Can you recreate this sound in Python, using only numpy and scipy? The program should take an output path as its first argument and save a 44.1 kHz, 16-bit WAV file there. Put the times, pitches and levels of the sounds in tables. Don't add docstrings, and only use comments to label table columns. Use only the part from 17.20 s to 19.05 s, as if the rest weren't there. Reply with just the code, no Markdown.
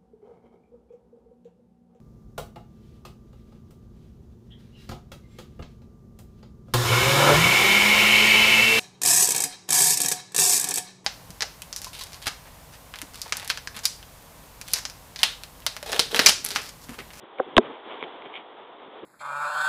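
import sys
import numpy as np
from scipy import signal
from scipy.fft import rfft, irfft, next_fast_len
from scipy.io import wavfile
from scipy.ndimage import uniform_filter1d

SR = 44100
rng = np.random.default_rng(int(sys.argv[2]) if len(sys.argv) > 2 else 0)


def int16_out(signal):
    q = np.round(np.clip(np.atleast_2d(signal).T, -1, 1) * 32767)
    wavfile.write(sys.argv[1], SR, q.astype(np.int16))


N = 81585


def knock():
    # (frequency [Hz], level [dB], t60 [s])
    snap_modes = [(259.6, -13.5, .06), (496, -11.5, 0.028), (1101, -13, 0.032), (1538, -17, 0.02),
                  (2080, -17, 0.012), (3210, 0.5, 0.0041), (3560, -7.5, 0.0054)]
    blow_modes = [(241.3, -12, 0.044), (369, -3, 0.038), (431.3, -14, 0.095), (650.7, -1.5, .022),
                  (1000.6, 2.5, 0.0131), (1333, -8, 0.02), (1595, 1, 0.0122), (2187, -8, 0.0098),
                  (2590, -4.5, 0.0065), (3740, -6, 0.018)]
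    snap_s, blow_s = .3672, .3786
    thump_db, thump_sigma_s = -20, .002
    snap = ring(snap_s, snap_modes, lag_cycles=.26, rise_cycles=.9)
    blow = ring(blow_s, blow_modes, lag_cycles=1.6, rise_cycles=1.16)
    low_thump = swells([(blow_s + thump_sigma_s, thump_db, thump_sigma_s)])
    return snap + blow - low_thump


def taps():
    # (time [s], level [dB])
    contacts = [(.1848, -22), (.1942, -12.5), (.198, -1)]
    # (frequency [Hz], level [dB], t60 [s])
    modes = [(250, -39.5, 0.087), (380, -19, .062), (519, -10, 0.03), (761, -18.5, 0.053),
             (1138, -13.5, 0.01), (1526, -15.5, 0.011), (2075, -26, 0.0072)]
    return sum(undb(db) * ring(s, modes, lag_cycles=.76, rise_cycles=.85) for s, db in contacts)


def ticks():
    # (time [s], level [dB], tilt [dB/octave])
    flips = [(.186, -17, 7), (.8266, 3.5, -.5), (0.838, -5, -1), (1.022, -18, 8), (1.059, -21, 6),
             (1.14, -18, 6), (1.155, -15, 7), (1.178, -19, 7)]
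    # (frequency [Hz], level [dB], t60 [s])
    modes = [(477, -28, 0.02), (1030, -19.5, 0.0059), (2250, -20.5, 0.0069), (3250, -29, 0.0043)]
    pivot_hz = modes[1][0]
    out = np.zeros(N)
    for start_s, flip_db, tilt in flips:
        tilted = [(hz, db + tilt * np.log2(hz / pivot_hz), t60) for hz, db, t60 in modes]
        out += undb(flip_db) * ring(start_s, tilted, lag_cycles=.05, rise_cycles=.4)
    return out


def scuffs():
    # (time [s], level [dB], sigma [s])
    rubs = [(.189, -42.5, 0.0054), (.315, -63.5, 0.028), (.448, -47.5, .022), (.553, -51, .015),
            (.722, -43.5, 0.019), (.762, -57, .018), (.813, -45.5, 0.0095), (.839, -39, .008),
            (1.022, -50, .005), (1.063, -45.5, 0.0093), (1.16, -38, 0.018), (1.205, -52, .012)]
    # (frequency [Hz], relative level [dB])
    spectrum = [(100, -53), (500, -25.5), (1000, -4.5), (1600, -13.5), (2250, 6.5), (2700, -1.5), (3200, 7),
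                (4000, -11)]
    slips_per_s, spread_db = 980, 3
    slips = rng.random(N) < slips_per_s / SR
    signs = np.sign(rng.standard_normal(N))
    sizes = undb(spread_db * rng.standard_normal(N))
    return colour(slips * signs * sizes, spectrum) * swells(rubs)


def bumps():
    # (time [s], level [dB], sigma [s])
    shifts = [(.034, -41, 0.0078), (.281, -43, 0.015), (.345, -47, 0.018), (.44, -41, 0.031),
              (.503, -41.5, 0.012), (.85, -43.5, 0.01), (1.062, -43, .007), (1.678, -46, 0.0096),
              (1.836, -39, .008)]
    # (frequency [Hz], relative level [dB])
    spectrum = [(30, -33), (90, -23.5), (170, -9), (340, -1), (470, -3), (700, -16), (1500, -20.5),
                (4000, -40.5)]
    return colour(rng.standard_normal(N), spectrum) * swells(shifts)


def rush():
    # (time [s], level [dB])
    envelope = [(0, -49.5), (.17, -47.5), (.3, -41), (.47, -39), (0.619, -42), (0.781, -38.5), (.9, -40.7),
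                (1.1, -42), (1.24, -45.5), (1.5, -45), (1.85, -44.5)]
    # (frequency [Hz], relative level [dB])
    spectrum = [(25, -35.5), (50, -33), (85, -27.5), (140, -25), (220, -14), (290, -7), (415, -1),
                (550, -5), (680, -3.5), (950, -3.5), (1310, -9.5), (1550, -14), (2300, -16.5),
                (2600, -19.5), (3370, -13), (3700, -17), (4200, -23)]
    flutter_db = 1.34 * walk(rate_hz=23.3)
    level_db = np.interp(clock(), *np.array(envelope).T) + flutter_db
    return colour(rng.standard_normal(N), spectrum) * undb(level_db)


def ring(start_s, modes, lag_cycles, rise_cycles):
    out = np.zeros(N)
    for hz, db, t60_s in modes:
        age_s = np.maximum(clock() - start_s - lag_cycles / hz, 0)
        swell = np.sin(np.pi / 2 * np.minimum(age_s * hz / rise_cycles, 1)) ** 2
        fade = np.exp(-np.log(1000) * np.maximum(age_s - rise_cycles / hz, 0) / t60_s)
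        out += undb(db) * swell * fade * np.sin(2 * np.pi * hz * age_s)
    return out


def swells(rows):
    return sum(undb(db) * np.exp(-.5 * ((clock() - s) / sigma_s) ** 2) for s, db, sigma_s in rows)


def walk(rate_hz):
    window = max(int(SR / rate_hz), 1)
    y = uniform_filter1d(uniform_filter1d(rng.standard_normal(N), window), window)
    return y / np.std(y)


def shape(x, points):
    hz, db = np.array(points, float).T
    size = next_fast_len(2 * N)
    bins_hz = np.maximum(np.fft.rfftfreq(size, 1 / SR), 1)
    gain = undb(np.interp(np.log(bins_hz), np.log(hz), db))
    return irfft(rfft(x, size) * gain, size)[:N]


def colour(x, points):
    y = shape(x, points)
    return y / np.std(y)


def undb(db):
    return 10 ** (np.asarray(db) / 20)


def clock():
    return np.arange(N) / SR


def scene():
    bass_cut_hz = 193
    highpass = signal.butter(3, bass_cut_hz, "high", fs=SR, output="sos")
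    contacts = signal.sosfilt(highpass, taps() + ticks() + 1e-18)
    return (contacts + knock() + scuffs() + bumps() + rush())[None]


def record(dry):
    # (frequency [Hz], gain [dB])
    response = [(3550, 0), (3850, -5), (4050, -14), (4400, -22), (4650, -45), (5200, -94)]
    ceiling, knee, top_hz = .82, 5.1, 15900
    narrow = shape(dry[0], response)[None]
    clipped = narrow / (1 + np.abs(narrow / ceiling) ** knee) ** (1 / knee)
    return signal.sosfilt(signal.ellip(8, .2, 70, top_hz, fs=SR, output="sos"), clipped)


dry = scene()
out = record(dry)
int16_out(out)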